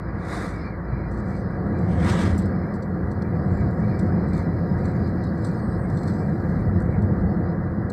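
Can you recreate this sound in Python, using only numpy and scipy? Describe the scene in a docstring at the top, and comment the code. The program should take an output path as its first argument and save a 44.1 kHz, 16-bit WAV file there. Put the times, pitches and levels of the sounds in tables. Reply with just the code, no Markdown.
"""Tyre rumble fills a small car cruising on a country road, heavier on coarse asphalt, over a low engine hum.
Air hisses at the window, and a car and then a pickup swish past in the other lane.
Loose dashboard trim ticks and buzzes, seams thump softly, and one thin squeal swells and fades.
Noise shaped by spectra and cabin resonances makes tyres, air and traffic; sines make hum, thumps and squeal;
noise bursts and tiny random contacts ring the modes of the trim."""
import sys
import numpy as np
from scipy import signal
from scipy.fft import rfft, irfft, next_fast_len
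from scipy.io import wavfile
from scipy.ndimage import uniform_filter1d, map_coordinates

SR = 44100
rng = np.random.default_rng(int(sys.argv[2]) if len(sys.argv) > 2 else 0)


def master(y):
    """Save y as 16-bit WAV."""
    cut = np.clip(np.atleast_2d(y).T, -1, 1)
    pcm = np.round(cut * 32767)  # scale
    wavfile.write(sys.argv[1], SR, pcm.astype(np.int16))


N = 349272

# asphalt under the tyres, relative to ordinary road: start_s [s], coarse_db [dB], uneven_db [dB]
ROAD_SURFACE = [(0, -8, -5.5), (.2, -6, -5.5), (.75, -7.5, -7.5), (1.1, -4.5, -4.5), (1.35, -2.5, -2),
                (1.48, -4, -3.5), (1.7, 1, -2), (1.82, 2.3, 3), (2.04, 3, 5.5), (2.18, 3, 1.5),
                (2.34, 1.5, 4), (2.52, 1, -1), (2.83, -2.7, -5), (3.03, -.5, -1), (3.2, -2.3, -1),
                (3.36, 1.2, 0), (3.52, 1.2, 4.5), (3.8, 1, 1.5), (4.2, 3.7, 3.5), (4.36, 0, -.5),
                (4.6, 1.7, 1), (4.9, 1, 2), (5.3, -.2, 0), (5.6, -.7, -2), (5.8, .2, 1.5), (6.12, .8, -1),
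                (6.5, 1.4, -1), (6.7, 1.3, 3.5), (7.05, 1.8, 5), (7.33, 2.8, 1.5), (7.53, .5, -3),
                (7.68, -2.5, .5), (7.9, 0, -2)]
# engine: start_s [s], firing_hz [Hz], hum_db [dB]
ENGINE_COURSE = [(0, 58.5, -35.5), (.6, 58.2, -34), (.74, 58.1, -38), (.98, 57.9, -30), (1.4, 56.9, -39),
                 (2.6, 57.1, -41), (4.15, 55.7, -43), (4.5, 55.4, -33), (5.05, 55, -45), (6.3, 54, -44),
                 (6.65, 53.7, -35.5), (7.3, 53.2, -35.5), (7.7, 52.9, -45)]
# knocks of the loose trim: start_s [s], level_db [dB, before KNOCK_DB], sharp_db [dB],
# chatter_db [dB, relative to the knock]
TRIM_KNOCKS = [(1.11, -55, -3, -7), (1.192, -50, -10, -14), (1.282, -56, -6, -9), (1.302, -50, -12, -8),
               (1.505, -58, -10, -15), (1.666, -60, -12, -15), (1.783, -55, -5, -6), (2.042, -39, -16, -16),
               (2.377, -43, 3, -15), (2.454, -52, 3, -17), (2.736, -53, -4, -12), (2.821, -41, -21, -16),
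               (3.111, -46, -11, -19), (3.219, -40.5, -19.5, -16), (3.588, -53, -14, -12),
               (3.988, -39.5, -10, -11), (4.33, -42, -17, -14), (4.346, -41.5, -15, -8),
               (4.783, -53, -12, -14), (4.85, -45, -12, -10), (5.235, -45, -9, -14), (5.374, -54, -10, -14),
               (5.418, -47, -20, -12), (5.444, -33, -16, -11), (5.488, -49, -10, -11),
               (5.897, -45, -10, -12), (5.969, -38.5, -17, -18), (6.009, -48, -14, -16),
               (6.03, -38.5, -16, -17), (6.073, -38.5, -14, -14), (6.093, -42, -13, -12),
               (6.135, -51, -10, -11), (6.397, -52, -22, -14), (6.798, -53, -4, -8), (7.018, -52, -8, -13),
               (7.207, -57, -10, -14), (7.897, -42, -9, -14)]
# cabin and panel resonances: centre_hz [Hz], width_hz [Hz], lift_db [dB]
CABIN_RESONANCES = [(75, 8, -2), (89, 18, 4), (119, 10, 4), (128, 9, -3), (154, 8, -4), (164, 12, 3),
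                    (181, 14, 4.5), (194, 8, -2), (207, 14, 5.5), (224, 14, -3.5), (246, 10, -3),
                    (294, 16, -3), (335, 50, 5), (525, 60, 4), (725, 90, 5), (835, 60, -2), (943, 45, 6),
                    (1180, 130, 3), (1540, 40, -4), (1640, 70, 5), (1950, 140, 4), (2320, 110, 4),
                    (4260, 110, 4), (4400, 90, -3), (5030, 150, 3), (5660, 150, -6), (5860, 110, 5)]
# ringing modes of the trim: centre_hz [Hz], width_hz [Hz], level_db [dB, relative]
TRIM_MODES = [(3360, 70, -7), (3680, 110, -5), (4000, 130, -4), (4260, 130, 3), (4580, 170, -1),
              (5040, 220, -2), (5850, 130, -3), (6080, 110, -5), (6430, 140, -7), (6860, 110, -8),
              (7300, 130, -5), (7540, 130, -3), (7780, 130, -2), (8040, 140, -3), (8490, 120, -4),
              (8750, 100, -9), (9550, 120, -12), (10150, 150, -16), (10750, 350, -16), (11800, 600, -20),
              (13200, 1200, -24)]
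# road seams under the wheels: start_s [s], peak_db [dB], boom_hz [Hz]
ROAD_SEAMS = [(0.918, -19, 130), (2.32, -15.5, 85), (2.433, -18, 108), (3.025, -18.5, 86), (6.665, -19, 92)]
# leak at the window seal: start_s [s], hiss_db [dB]
SEAL_LEAK = [(0, -65), (.83, -72), (.94, -65), (1.06, -69), (1.5, -67), (2.6, -65), (3.05, -69.5),
             (3.9, -65), (5.1, -64), (6.6, -66.5), (7.6, -71.5)]
# brief swells of the scuffing tread: middle_s [s], level_db [dB], half_s [s]
SCUFF_SWELLS = [(.62, -54, .08), (.95, -57, .035), (1.34, -56, .055), (3.28, -58, .04), (3.62, -57, .04),
                (3.92, -55, .04), (4.37, -53, .06), (4.9, -57, .09), (6.95, -48.5, .03)]
# spells of buzzing trim: middle_s [s], level_db [dB], half_s [s]
BUZZ_SPELLS = [(1.16, -68, .05), (1.34, -62, .06), (1.9, -67, .09), (3.6, -66, .09), (3.92, -69, .12),
               (4.37, -62, .07), (4.92, -66, .13), (5.48, -63, .09), (6.07, -64.5, .13), (6.48, -70, .12)]
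# level of the finest fizz: start_s [s], level_db [dB]
FIZZ_COURSE = [(0, -79), (1.5, -76.5), (2.7, -74), (5, -72), (6.5, -72), (7.9, -76.5)]
# one vehicle each: abreast_s [s], gap_m [m], closing_speed [m/s], wheelbase_m [m], swish_db [dB],
# rear_db [dB, rear axle relative to front], whoosh_db [dB], bow_db [dB], slap_db [dB], wake_db [dB]
CAR_PASSING = (.388, 2.3, 28.5, 2.5, -47, -.5, -33.2, -76, -62, -58.5)
PICKUP_PASSING = (2.162, 2.25, 26.5, 3.3, -41.7, -.5, -29.5, -56, -43, -58)

# broad noise spectra, each: pitch_hz [Hz], density_db [dB per Hz, relative]
# tyres, from low to high
BOOM_SPECTRUM = [(15, -31), (30, -27), (40, -16.5), (50, -10.5), (70, -7), (85, -1), (125, -3.5),
                 (150, -12.5)]
RUMBLE_SPECTRUM = [(40, -54.5), (100, -26), (138, -2), (160, 0.5), (205, -2), (235, -9), (330, -22.5)]
DRONE_SPECTRUM = [(30, -52), (130, -22), (245, 2.5), (300, 0), (350, -1), (385, -3.5), (480, -3.5),
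                  (620, -11), (750, -11.5), (900, -17.5)]
# air and tread: roar, scuffing, window hiss, fizz
ROAR_SPECTRUM = [(300, -8), (600, 1), (850, -2), (1100, 2), (1450, 1), (1750, -2), (2000, -5), (2150, -21),
                 (2350, -33), (2550, -45), (2900, -55), (4000, -70.5)]
SCUFF_SPECTRUM = [(1800, -29), (2100, -1.5), (2350, -4.5), (2550, -23), (2900, -34), (3600, -46)]
HISS_SPECTRUM = [(2000, -22.5), (3000, -20), (3550, -16), (3950, 6), (4400, 6.5), (5100, 6), (5550, -10.5),
                 (5900, -10), (6400, -28.5)]
FIZZ_SPECTRUM = [(2000, 0), (6000, -2), (9500, -3), (11200, 2), (13000, 0), (15500, -5)]
# traffic: low whoosh, the tread swish of each vehicle, bow wave at the window
WHOOSH_SPECTRUM = [(100, -29), (250, 9.5), (520, 7), (850, 3.5), (1350, 5), (1900, 1.5), (2200, -1),
                   (2600, -20), (3500, -41)]
CAR_SPECTRUM = [(2300, -5), (2700, -9), (3100, -12), (3550, 4), (4200, 2), (5600, -2.5), (6900, -5),
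                (7800, -2), (8800, -3.5), (10000, -9.5), (12000, -16.5), (15500, -29)]
PICKUP_SPECTRUM = [(1500, -8), (2500, 1.5), (2900, 2.5), (3400, 4.5), (4500, 0), (5700, -2.5), (6700, -6.5),
                   (7700, -3), (8500, -3), (9600, -12), (12000, -20.5), (15500, -33)]
BOW_SPECTRUM = [(2000, -8), (2600, -2), (3150, 4), (3600, -4), (4250, -1), (5200, -9), (6400, -7),
                (7200, -15), (8100, -7), (9400, -11), (10200, -24)]

# tyre layers: level on ordinary road [dB], gain per dB of unevenness (boom) or coarseness [dB]
BOOM_LAW, RUMBLE_LAW, DRONE_LAW = (-27.3, 1.05), (-26, 1.12), (-31.8, 0.74)
WHEEL_HZ, WHEEL_DRIFT_HZ, THROB_DB = 15.9, .6, 1.1  # turns a second, random drift, depth of the throb
# roar: starting level on ordinary road, slow easing, dB per dB of coarseness
ROAR_DB, ROAR_SAG_DB_PER_S, ROAR_FOLLOWS = -39.9, .19, .15
# scuffing: starting level, easing as the car slows, random swing, dB per dB of leak
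SCUFF_DB, SCUFF_SAG_DB_PER_S, SCUFF_SWING_DB, SCUFF_FOLLOWS = -62.3, .5, 3.4, .9
IDLE_BUZZ_DB, BUZZ_FOLLOWS = -83, 1.0  # buzz between spells on ordinary road, dB per dB of coarseness
KNOCK_DB = -3  # added to every knock
CHATTER_PER_S, CHATTER_RISE_S = 330, .0016  # rebounds after a knock: mean rate, rise of each
SQUEAL_S, SQUEAL_HALF_S, SQUEAL_DB = 5.88, .4, -68.5  # middle, half-length, level
SQUEAL_HZ, SQUEAL_SAG_HZ_PER_S, SQUEAL_EASE_S = 8120, 780, .55  # pitch and its fall at the middle, easing
SWISH_FALL, WHOOSH_FALL = 2.45, 2.2  # powers of distance
SHIELD_AHEAD_M, SHIELD_BEHIND_M = 5.8, 9.5  # where the window has cut the swish to 1/e
WHOOSH_LEAD_S = .008  # the whoosh runs ahead of the wheels
BOW_LEAD_S, BOW_S = .228, .045  # air pushed ahead of a vehicle: lead, half-length
WAKE_LAG_S, WAKE_S = .23, .095  # stirred air behind a vehicle: delay, half-length
SLAP_S, REAR_SLAP_DB = .021, -8  # slap of air: half-length, tail relative to nose
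TOP_HZ = 15700


def amp(db):
    """Decibels to gain."""
    return 10 ** (np.asarray(db) / 20)


def unit(x):
    """Scale to rms 1."""
    return x / np.sqrt(np.mean(x ** 2) + 1e-20)


def curves(rows):
    """One value per sample for each column after the time."""
    s, *cols = np.transpose(rows)
    return [np.interp(np.arange(N) / SR, s, c) for c in cols]


def wobble(rate):
    """A smooth random curve, rate knots a second."""
    knots = rng.standard_normal(int(N * rate / SR) + 4)
    at = np.linspace(0, N * rate / SR, num=20000)
    return np.interp(np.arange(N) * rate / SR, at, map_coordinates(knots, [at]))


def swells(rows):
    """Summed gain of bell-shaped swells, each (middle_s, level_db, half_s)."""
    t = np.arange(N) / SR
    return sum(amp(db) / np.cosh(np.clip(1.5 * (t - s) / half, -30, 30)) for s, db, half in rows)


def filtered(x, response):
    """x times a complex response of frequency."""
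    size = next_fast_len(len(x) + SR // 2)
    return irfft(rfft(x, size) * response(np.fft.rfftfreq(size, 1 / SR)), size)[:len(x)]


def cabin_noise(spectrum):
    """Noise of rms 1 with a broad spectrum, steeply closed above, coloured by the cabin's resonances."""
    f, db = np.transpose(spectrum)
    grid = np.geomspace(5, SR / 2, num=3000)
    lift = sum(gain / (1 + (2 * (grid - centre) / width) ** 2) for centre, width, gain in CABIN_RESONANCES)
    closing = -60 * np.maximum(np.log2(grid / f[-1]), 0)  # 60 dB an octave
    colour = amp(np.interp(np.log(grid), np.log(f), db) + lift + closing)
    return unit(filtered(rng.standard_normal(N), lambda hz: np.interp(hz, grid, colour)))


def patchy(x, depth_db, width_hz=170, life=.07):
    """Let the colour flicker: small patches of time and frequency get their own gain."""
    hz, t, z = signal.stft(x, SR, nperseg=1024)
    where = np.array(np.meshgrid(hz / width_hz, t / life, indexing="ij"))
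    field = map_coordinates(rng.standard_normal(size=(400, 400)), where, mode="mirror")
    y = signal.istft(z * amp(depth_db * np.clip(field, -2, 2)), SR, nperseg=1024)[1][:N]
    return y * np.std(x) / np.std(y)


def even(x):
    """Keep the fast flutter of a noise but hold its slow level steady."""
    return x / np.sqrt(np.abs(uniform_filter1d(x ** 2, size=SR // 4)) + 1e-9)


def squeal():
    """A thin high note that catches and lets go, its pitch sinking ever more slowly."""
    since = np.arange(N) / SR - SQUEAL_S
    sag = np.expm1(-np.clip(since, -1, 1) / SQUEAL_EASE_S)
    pitch_hz = SQUEAL_HZ + SQUEAL_SAG_HZ_PER_S * SQUEAL_EASE_S * sag
    jitter_hz = 95 * wobble(500) + 25 * wobble(25)
    phase = 2 * np.pi * np.cumsum(pitch_hz + jitter_hz) / SR
    swell = np.exp(-(since / SQUEAL_HALF_S) ** 4)
    catching = unit(np.clip(1 + .55 * wobble(38), .35, 1.6))
    return amp(SQUEAL_DB) * catching * swell * np.sqrt(2) * np.sin(phase)


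def shaking():
    """How hard the trim buzzes, as a gain: a floor that follows the coarse road, plus the spells."""
    return amp(IDLE_BUZZ_DB + BUZZ_FOLLOWS * curves(ROAD_SURFACE)[0]) + swells(BUZZ_SPELLS)


def rebounds(size):
    """Envelope of rms 1 of a loose part bouncing softly, at uneven times and with uneven force."""
    hits = (rng.random(size) < CHATTER_PER_S / SR) * rng.uniform(.3, 1, size)
    pole = np.exp(-1 / (CHATTER_RISE_S * SR))
    return unit(signal.lfilter([1], [1, -2 * pole, pole ** 2], hits))


def plastic(force, spread_db):
    """The trim rings briefly in its modes, in a balance that depends on where it is touched."""
    touch_db = spread_db * np.clip(rng.standard_normal(len(TRIM_MODES)), -1.5, 1.5)

    def modes(f):
        """Sum of band-pass resonances with alternating sign."""
        total = 0
        for k, (centre, width, db) in enumerate(TRIM_MODES):
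            resonance = 1j * f * width / (centre ** 2 - f * f + 1j * f * width)
            total = total + (-1) ** k * amp(db + touch_db[k]) * resonance
        return total

    size = np.sqrt(np.mean(abs(modes(np.linspace(0, SR / 2, num=2048))) ** 2))
    return filtered(force, modes) / size


def trim_knocks(knock_t60=.028, chatter_t60=.2, split_hz=6500):
    """Each knock is a noise burst of its own sharpness that rings the trim and leaves a short chatter."""
    t = np.arange(SR // 3) / SR
    onset = 1 - np.exp(-t / .0018)
    soft = signal.butter(2, split_hz, fs=SR, output="sos")
    usual_sharp_db = np.mean([row[2] for row in TRIM_KNOCKS])
    knocks = np.zeros(N + SR)
    for s, db, sharp_db, chatter_db in TRIM_KNOCKS:
        contact = rng.standard_normal(len(t))
        dull = signal.sosfiltfilt(soft, contact)
        # a harder contact drives the upper modes more
        contact = dull + amp(sharp_db - usual_sharp_db) * (contact - dull)
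        chatter = amp(chatter_db - 60 * t / chatter_t60) * rebounds(len(t))
        shape = onset * (amp(-60 * t / knock_t60) + chatter)
        ring = plastic(shape * contact, spread_db=2.8)
        knocks[round(s * SR):][:len(t)] += amp(db + KNOCK_DB) * ring
    return knocks[:N]


def trim_buzz(contacts_per_s=400):
    """Tiny random contacts over a bed of noise crackle through the trim as it shakes."""
    grains = unit((rng.random(N) < contacts_per_s / SR) * rng.standard_normal(N))
    buzz = unit(grains + .6 * rng.standard_normal(N)) * amp(2.3 * wobble(45))
    buzz = patchy(buzz, depth_db=7, width_hz=110, life=.07)
    return plastic(shaking() * buzz, spread_db=1)


def trim():
    """Knocks and buzz of small light parts, which radiate little below their first mode."""
    small = signal.butter(6, 3200, "highpass", fs=SR, output="sos")
    return signal.sosfilt(small, trim_knocks() + trim_buzz())


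def air():
    """A slowly easing roar of air and tread, uneven scuffing, fluttering hiss at the seal and faint fizz."""
    t = np.arange(N) / SR
    hiss_db, = curves(SEAL_LEAK)
    draught_db = hiss_db - hiss_db.mean()

    roar_db = ROAR_DB - ROAR_SAG_DB_PER_S * t + ROAR_FOLLOWS * curves(ROAD_SURFACE)[0]
    roar = amp(roar_db + .9 * wobble(24)) * cabin_noise(ROAR_SPECTRUM)

    scuff_db = SCUFF_DB - SCUFF_SAG_DB_PER_S * t + SCUFF_FOLLOWS * draught_db
    scuff_db = scuff_db + SCUFF_SWING_DB * np.clip(wobble(14), -2, 1.2)
    scuff_gain = amp(scuff_db) + swells(SCUFF_SWELLS)
    scuff = scuff_gain * patchy(cabin_noise(SCUFF_SPECTRUM), depth_db=6.5, width_hz=60, life=.05)

    seal = patchy(cabin_noise(HISS_SPECTRUM), depth_db=6, width_hz=60, life=.05)
    # the seal leaks more while the body shakes
    shake_db = 20 * np.log10(shaking())
    hiss = amp(hiss_db + 0.15 * (shake_db - shake_db.mean()) + 2 * wobble(16)) * seal

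    fizz = amp(curves(FIZZ_COURSE)[0]) * patchy(cabin_noise(FIZZ_SPECTRUM), depth_db=2.5)
    return roar + scuff + hiss + fizz


def engine():
    """Only the firing note and its octave get through the bulkhead, wavering in pitch and level."""
    firing_hz, hum_db = curves(ENGINE_COURSE)
    phase = 2 * np.pi * np.cumsum(firing_hz * (1 + .045 * wobble(12))) / SR
    waver = unit(amp(3.2 * wobble(13)))
    return amp(hum_db) * waver * unit(np.sin(phase) + amp(-9) * np.sin(2 * phase))


def oncoming(vehicle, spectrum):
    """Each axle swishes abreast; a lower whoosh bends round and lasts longer; bow wave and wake hiss."""
    s, gap_m, speed, wheelbase_m, swish_db, rear_db, whoosh_db, bow_db, slap_db, wake_db = vehicle
    along_m = speed * (np.arange(N) / SR - s)

    def nearness(at_m, fall):
        """Gain of both axles together by distance, 1 at the strongest."""
        front = (gap_m / np.hypot(gap_m, at_m + wheelbase_m / 2)) ** fall
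        rear = (gap_m / np.hypot(gap_m, at_m - wheelbase_m / 2)) ** fall
        gain = np.hypot(front, amp(rear_db) * rear)
        return gain / gain.max()

    tread = patchy(cabin_noise(spectrum), depth_db=2.5, width_hz=150, life=.035)
    grit = unit(amp(1.2 * wobble(160)))
    shield_m = np.where(along_m < 0, SHIELD_AHEAD_M, SHIELD_BEHIND_M)
    window = np.exp(-(along_m / shield_m) ** 4)
    # air slaps as the nose, then the tail, comes abreast
    half_s = wheelbase_m / (2 * speed)
    slap = swells([(s - half_s, slap_db, SLAP_S), (s + half_s, slap_db + REAR_SLAP_DB, SLAP_S)])
    swish = (amp(swish_db) * window * nearness(along_m, SWISH_FALL) + slap) * grit * tread

    whoosh_gain = amp(whoosh_db) * nearness(along_m + speed * WHOOSH_LEAD_S, WHOOSH_FALL)
    whoosh = whoosh_gain * cabin_noise(WHOOSH_SPECTRUM)

    wake_gain = swells([(s + WAKE_LAG_S, wake_db, WAKE_S)]) * amp(2.2 * wobble(22))
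    wake = wake_gain * patchy(cabin_noise(HISS_SPECTRUM), depth_db=6, width_hz=110)

    bow_gain = swells([(s - BOW_LEAD_S, bow_db, BOW_S)])
    bow = bow_gain * patchy(cabin_noise(BOW_SPECTRUM), depth_db=5, width_hz=110)
    return bow + swish + whoosh + wake


def bumps(rise_s=.014):
    """A seam gives the suspension one push, and a short low boom builds up in the cabin and dies."""
    t = np.arange(SR // 4) / SR
    shape = (t / rise_s * np.exp(1 - t / rise_s)) ** 2
    out = np.zeros(N + SR)
    for s, db, hz in ROAD_SEAMS:
        out[round(s * SR):][:len(t)] += amp(db) * shape * np.sin(2 * np.pi * hz * t)
    return out[:N]


def tyre_layer(law, spectrum, road_db):
    """Steady cabin noise whose level follows the road."""
    ordinary_db, follows = law
    return amp(ordinary_db + follows * road_db) * even(cabin_noise(spectrum))


def tyres():
    """The road shakes the body, uneven stretches boom; boom and rumble throb as the wheels turn."""
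    coarse_db, uneven_db = curves(ROAD_SURFACE)
    wheel_hz = WHEEL_HZ + WHEEL_DRIFT_HZ * wobble(1.4)
    throb = amp(THROB_DB * np.sin(2 * np.pi * np.cumsum(wheel_hz) / SR))
    boom = tyre_layer(BOOM_LAW, BOOM_SPECTRUM, uneven_db)
    rumble = tyre_layer(RUMBLE_LAW, RUMBLE_SPECTRUM, coarse_db)
    drone = tyre_layer(DRONE_LAW, DRONE_SPECTRUM, coarse_db)
    return throb * (boom + rumble) + drone


def scene():
    """Everything as heard behind the windscreen, in one channel."""
    traffic = oncoming(CAR_PASSING, CAR_SPECTRUM) + oncoming(PICKUP_PASSING, PICKUP_SPECTRUM)
    return (squeal() + trim() + air() + engine() + traffic + bumps() + tyres())[None]


def record(dry):
    """A steep low-pass closes the sound above its band limit."""
    steep = signal.cheby1(14, .1, TOP_HZ, fs=SR, output="sos")
    return signal.sosfilt(steep, dry)


dry = scene()
out = record(dry)
master(out)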